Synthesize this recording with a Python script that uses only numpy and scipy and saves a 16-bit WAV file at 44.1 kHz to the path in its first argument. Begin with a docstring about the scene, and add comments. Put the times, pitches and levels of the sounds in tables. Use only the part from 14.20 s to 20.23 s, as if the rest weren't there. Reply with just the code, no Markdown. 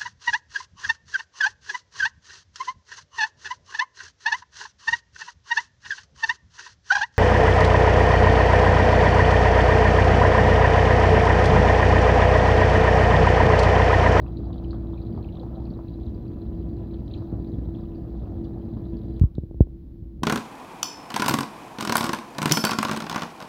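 """A thin stream of water falls from a washing machine's drain hose into a plastic basin.
Its drops drum on the basin floor, splash in the shallow water and trap small bubbles that plink.
A low hum, room rumble and faint hiss lie underneath; the whole sound is very dull.
At five seconds the scene cuts abruptly with a short click: the water is gone, and hum and hiss drop.
A few knocks and bumps then thud close to the microphone."""
import sys
import numpy as np
from scipy import signal
from scipy.fft import rfft, irfft, next_fast_len
from scipy.io import wavfile

SR = 44100
rng = np.random.default_rng(int(sys.argv[2]) if len(sys.argv) > 2 else 0)


def transcribe(signal):
    """Save signal, clipped to [-1, 1], as a 16-bit WAV file at the path in sys.argv[1]."""
    frames = np.atleast_2d(signal).T
    limited = np.clip(frames, -1, 1)
    pcm = np.round(limited * 32767).astype(np.int16)
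    wavfile.write(sys.argv[1], SR, pcm)


N = 266055
TIME = np.arange(N) / SR
CUT_S = 4.997


def amp(db):
    return 10 ** (np.asarray(db) / 20)


def unit_rms(x):
    return x / np.sqrt(np.mean(x ** 2) + 1e-20)


def level_db(spectrum, hz):
    points_hz, points_db = np.transpose(spectrum)
    return np.interp(np.log(hz + 1), np.log(points_hz + 1), points_db)


def add(mix, start_s, sound):
    part = mix[max(round(start_s * SR), 0):][:len(sound)]
    part += sound[:len(part)]


def step_at_cut(before, after):
    """Step between two values in 10 ms at CUT_S."""
    return np.interp(TIME, [CUT_S, CUT_S + .01], [before, after])


def response(db_at, size=8192):
    """Minimum-phase impulse response of gain db_at(hz), end tapered."""
    hz = abs(np.fft.fftfreq(size, 1 / SR))
    log_gain = np.log(amp(db_at(hz)) + 1e-6)
    taps = np.fft.ifft(np.exp(np.conj(signal.hilbert(log_gain)))).real
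    return taps[:size // 2] * signal.windows.tukey(size, .5)[size // 2:]


def colour(x, spectrum):
    """Filter x by a spectrum; unit rms out."""
    taps = response(lambda hz: level_db(spectrum, hz))
    return unit_rms(signal.oaconvolve(x, taps)[:N])


def wander(rate_hz):
    """Smooth low-passed noise, unit rms."""
    size = next_fast_len(N)
    lowpass = np.exp(-(np.fft.rfftfreq(size, 1 / SR) / rate_hz) ** 2)
    return unit_rms(irfft(rfft(rng.standard_normal(size)) * lowpass, size)[:N])


def reverb(x, t60_s, wet_db):
    """Add a diffuse tail: each band's power decays with random phase."""
    frame, hop = 256, 64
    bands = signal.stft(x, nperseg=frame, noverlap=frame - hop)[2]
    decay = amp(-60 * hop / SR / t60_s) ** 2
    power = signal.lfilter([0, 0, 1 - decay], [1, -decay], abs(bands) ** 2)
    phasors = np.exp(2j * np.pi * rng.random(bands.shape))
    tail = signal.istft(np.sqrt(power) * phasors, nperseg=frame, noverlap=frame - hop)[1][:N]
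    return x + amp(wet_db) * np.std(x) * unit_rms(tail)


def impacts(per_s, spread_db):
    """Drop impacts as random impulses; spread_db makes a few larger."""
    size = amp(spread_db * np.minimum(rng.exponential(1, N), 4))
    return size * rng.choice([-1, 1], N) * (rng.random(N) < per_s / SR)


def bubble(hz, decay_cycles, rise, onset_cycles):
    """An air pocket rings briefly, its pitch climbing as it nears the surface."""
    cycles = np.arange(int(6 * decay_cycles / hz * SR)) * hz / SR
    phase = 2 * np.pi * cycles * (1 + rise * cycles / decay_cycles)
    onset = 1 - np.exp(-(cycles / onset_cycles) ** 2)
    ring = np.sin(phase) * onset * np.exp(-cycles / decay_cycles)
    return ring / abs(ring).max()


def swarm(low_hz, high_hz, per_s, spread_db, **shape):
    """Bubbles at random times and pitches, most faint."""
    out = np.zeros(N)
    for when, pitch, chance in rng.random((int(per_s * N / SR), 3)):
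        db = spread_db * min(-np.log(1 - chance), 4)
        hz = low_hz * (high_hz / low_hz) ** pitch
        add(out, when * N / SR, amp(db) * bubble(hz, **shape))
    return out


# Room rumble spectrum: f/Hz, relative level/dB
RUMBLE_SPECTRUM = [(15, -39.5), (25, -13), (32, -23), (43, -10), (65, -3), (74, -7), (81, -13.5),
                   (140, -16), (175, -15), (257, -20), (338, -23), (377, -31), (2000, -71), (2600, -105),
                   (4400, -120)]
# Microphone hiss spectrum: f/Hz, relative level/dB
HISS_SPECTRUM = [(800, -31), (1600, 0.5), (2500, -2), (3200, -2), (4050, -1.5), (5000, -6), (6500, -12.5),
                 (8500, -17.5), (11000, -9.5), (14000, -6.5), (16000, -4.5)]


def background():
    """Room rumble and microphone hiss."""
    rumble = amp(-40) * colour(rng.standard_normal(N), RUMBLE_SPECTRUM)
    hiss = amp(step_at_cut(-73.5, -78)) * colour(rng.standard_normal(N), HISS_SPECTRUM)
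    return rumble + hiss


# Hum tones: f/Hz, level before cut/dB, level after cut/dB, waver depth, waver rate/Hz
HUM_TONES = [(41.6, -50, -50, 0.8, 7.1), (59.4, -37.5, -44, .6, 3.8), (333.4, -41, -51.5, 0.34, 9),
             (993, -69, -91, 1, 21)]


def hum():
    """A deep drone wavering in level and pitch, quieter after the cut."""
    out = np.zeros(N)
    for hz, before_db, after_db, depth, rate_hz in HUM_TONES:
        waver = 1 + depth * (wander(rate_hz) + 1j * wander(rate_hz))
        tone = unit_rms((waver * np.exp(2j * np.pi * hz * TIME)).real)
        out += amp(step_at_cut(before_db, after_db)) * tone
    return out


# Ticks: t/s, peak level/dB, centre f/Hz, half-width/octaves
TICKS = [(4.997, -37.5, 2180, 1.1), (5.0375, -42.5, 1050, 0.22), (5.1531, -48.5, 3860, 0.16),
         (5.153, -55, 1100, 0.5)]


def ticks():
    """Light, sharp ticks, each a band-passed impulse."""
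    out = np.zeros(N)
    for start_s, db, centre_hz, octaves in TICKS:
        tick = response(lambda hz: -20 * np.log10(1 + (np.log2((hz + 1) / centre_hz) / octaves) ** 2))
        add(out, start_s, amp(db) * tick / abs(tick).max())
    return reverb(out, t60_s=.3, wet_db=-8.5)


# Dead-blow spectrum: f/Hz, relative level/dB
THUD_SPECTRUM = [(15, -24), (30, -10.5), (50, 5), (70, 6.5), (115, 1.5), (170, -4), (380, -12), (600, -22),
                 (850, -33), (1100, -41.5), (1400, -58), (2500, -59.5), (6000, -62.5), (16000, -71.5)]
# Knocks and bumps: t/s, peak level/dB, contact low-pass f/Hz, high-pass f/Hz
KNOCKS = [(3.126, -17.5, 346, 119.3), (5.0123, -4.5, 166, 47.3), (5.036, -6.5, 150, 55),
          (5.1814, -15.5, 520, 110), (5.2346, -23.5, 400, 54.7), (5.311, -30.5, 1400, 220),
          (5.344, -28, 1000, 55), (5.4062, -.7, 740, 43.2), (5.471, -36.5, 1500, 300), (5.82, -27, 120, 45),
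          (6.022, -25, 1200, 72)]


def knocks(bending_hz=700):
    """Dead blows: soft contact rounds off the treble; slow bending waves bring the bass last."""
    out = np.zeros(N)
    pole = np.exp(-2 * np.pi * bending_hz / SR)
    for start_s, db, contact_hz, low_hz in KNOCKS:
        def blow_db(hz):
            loss = (1 + (hz / contact_hz) ** 4) * (1 + (low_hz / (hz + 1)) ** 4)
            return level_db(THUD_SPECTRUM, hz) - 10 * np.log10(loss)
        thud = signal.lfilter([-pole, 1], [1, -pole], response(blow_db))  # all-pass dispersion
        add(out, start_s, amp(db) * thud / abs(thud).max())
    return reverb(out, t60_s=.16, wet_db=-31)


# Loudest bubbles: t/s, relative level/dB, f/Hz
PLINKS = [(0.0638, -51.5, 2630), (0.171, -42.5, 3990), (0.3293, -46.5, 3710), (0.38, -48, 3850),
          (0.4449, -50, 3040), (0.5075, -40.5, 4190), (0.7384, -54.5, 3530), (0.7771, -52, 2520),
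          (0.8165, -50, 3960), (1.027, -50, 4060), (1.0437, -50, 2560), (1.0872, -50, 2850),
          (1.154, -48.5, 3830), (1.1697, -50, 3530), (1.1966, -44.5, 3950), (1.454, -49.5, 4140),
          (1.5041, -50, 4370), (1.6827, -51.5, 4020), (1.833, -53.5, 3940), (1.8655, -49, 3870),
          (2.217, -52, 4100), (2.7417, -52, 3330), (2.8789, -50.5, 3860), (2.9123, -47.5, 3750),
          (2.9378, -36.5, 3910), (3.5488, -50.5, 3370), (3.5854, -59.5, 3510), (4.2497, -52, 3450),
          (4.7683, -53, 4490)]
# Tiny-bubble spectrum: f/Hz, relative level/dB
FIZZ_SPECTRUM = [(1800, -18.5), (2250, -14.5), (2600, -5.5), (2850, -10.5), (3400, -0.5), (3750, -2),
                 (4030, 7), (4300, -9), (4600, 2.5), (5000, -13), (6500, -17), (9000, -41.5),
                 (16000, -41.5)]


def bubbling(plink_db=-1.3, shard_db=-10.5, spray_db=-26.5, fizz_db=-74.5):
    """Tiny bubbles crackle in the stream; each gulp of air plinks and splits up in a brief spray."""
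    shape = dict(decay_cycles=4.8, rise=.004, onset_cycles=4)
    spray_rise_s, spray_fall_s = .011, .043
    plinks, spray = np.zeros(N), np.zeros(N)
    for start_s, db, hz in PLINKS:
        add(plinks, start_s, amp(db + plink_db) * bubble(hz, **shape))
        for lag_s, octaves in zip(rng.exponential(.005, 3), rng.uniform(-.35, .35, 3)):
            shard_hz = min(hz * 2 ** octaves, 4500)
            add(plinks, start_s + lag_s, amp(db + shard_db) * bubble(shard_hz, **shape))
        tau_s = np.where(TIME < start_s, spray_rise_s, spray_fall_s)
        spray += amp(db + spray_db) * np.exp(-abs(TIME - start_s) / tau_s)
    steady = step_at_cut(amp(fizz_db), 0)
    tiny = swarm(1960, 7160, per_s=420, spread_db=4, decay_cycles=3.5, rise=.012, onset_cycles=.8)
    fizz = np.hypot(steady, spray) * colour(tiny, FIZZ_SPECTRUM)
    return reverb(fizz, t60_s=.13, wet_db=-3.5) + reverb(plinks, t60_s=.31, wet_db=-11)


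def gurgle(start_s=1.29, length_s=.11, db=-47, from_hz=580, to_hz=720, scatter_octaves=.2, count=8):
    """Uneven air pockets break off in a run, tending smaller and higher."""
    out = np.zeros(N)
    progress = (np.arange(count) + rng.random(count)) / count
    for part, scatter in zip(progress, rng.standard_normal(count)):
        hz = from_hz * (to_hz / from_hz) ** part * 2 ** (scatter_octaves * scatter)
        pocket = bubble(hz, decay_cycles=8.3, rise=.015, onset_cycles=1.8)
        add(out, start_s + part * length_s, amp(db) * pocket)
    return out


# Stream strength: t/s, relative drum level/dB, relative splash level/dB
FLOW = [(0.02, -35, -52.5), (0.32, -35, -50), (0.83, -35, -52), (0.94, -31.5, -53), (0.98, -31.5, -47.5),
        (1.11, -37, -56), (1.23, -34.5, -46.5), (1.67, -35.5, -56), (2.81, -34, -56), (3.05, -34.5, -49.5),
        (3.09, -41.5, -54.5), (3.13, -30, -48.5), (3.2, -31.5, -59.5), (3.64, -34.5, -54.5),
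        (3.97, -35.5, -52.5), (4.17, -33, -52.5), (4.24, -34, -53), (4.96, -35, -59)]


def flow(part):
    """Gain of "drum" or "splash" as the stream wanders over the basin floor; zero after the cut."""
    times_s, drum_db, splash_db = np.transpose(FLOW)
    db = {"drum": drum_db, "splash": splash_db}[part]
    return amp(np.interp(TIME, times_s, db)) * step_at_cut(.97, 0)


# Splash spectrum: f/Hz, relative level/dB
SPLASH_SPECTRUM = [(200, -17.5), (450, 2), (720, 5), (950, -10), (1250, -8.5), (1550, -20), (1750, -26.5),
                   (2300, -39.5), (4200, -41.5), (5500, -48), (9000, -57.5)]
# Fat drops: t/s, peak level/dB, f/Hz
FAT_DROPS = [(.044, -41.5, 900), (.064, -41.5, 1093), (.269, -37, 740), (.304, -38, 893), (.531, -37, 1146),
             (.733, -45, 1020), (.976, -35.5, 848), (1.232, -35.5, 800), (1.59, -39.5, 966),
             (3.021, -43, 924), (3.186, -40.5, 617), (4.57, -40, 900)]


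def splashing(patter_db=-3.5, pockets_db=-7.5):
    """Drops patter on the water and trap gurgling air; now and then a fat one slaps down."""
    patter = amp(patter_db) * colour(impacts(per_s=250, spread_db=3), SPLASH_SPECTRUM)
    pockets = swarm(433.6, 1420, per_s=61, spread_db=4, decay_cycles=4.5, rise=.026, onset_cycles=.82)
    splash = flow("splash") * (patter + amp(pockets_db) * colour(pockets, SPLASH_SPECTRUM))
    for start_s, db, hz in FAT_DROPS:
        add(splash, start_s, amp(db) * bubble(hz, decay_cycles=1.35, rise=.012, onset_cycles=.6))
    return reverb(splash + gurgle(), t60_s=.23, wet_db=-4)


# Wet basin floor spectrum: f/Hz, relative level/dB
FLOOR_SPECTRUM = [(18, -40.5), (30, -21), (43, -11.5), (65, -4.5), (85, 2), (114, 0), (145, -5),
                  (224, -3.5), (265, -7.5), (332, -13), (400, -15), (520, -23), (770, -27.5), (1000, -46.5),
                  (2200, -54), (4000, -100)]
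# Basin modes: f/Hz, relative level/dB, t60/s
BASIN_MODES = [(121.5, -9, 0.22), (174.65, -12, 0.7), (221.2, -12.5, 0.19), (286.9, -12.5, 0.51),
               (380, -34, 0.14), (780, -35, 0.098), (1676, -43, 0.074)]


def drumming(gain_db=-2):
    """The stream breaks into drops that beat the plastic floor through a thin layer of water."""
    kicks = impacts(per_s=520, spread_db=0)
    floor = colour(kicks, FLOOR_SPECTRUM)
    age_s = np.arange(SR // 2) / SR
    for hz, db, t60_s in BASIN_MODES:
        ring = amp(-60 * age_s / t60_s) * np.sin(2 * np.pi * hz * age_s)
        floor += amp(db) * unit_rms(signal.oaconvolve(kicks, ring)[:N])
    return amp(gain_db) * flow("drum") * floor


def scene():
    stream = drumming() + splashing() + bubbling()
    return (stream + knocks() + ticks() + hum() + background())[None]


def record(dry):
    """Low-pass at 15.75 kHz."""
    lowpass = signal.firwin(511, 15750, window=("kaiser", 9), fs=SR)
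    return signal.oaconvolve(dry, lowpass[None], "same")


dry = scene()
out = record(dry)
transcribe(out)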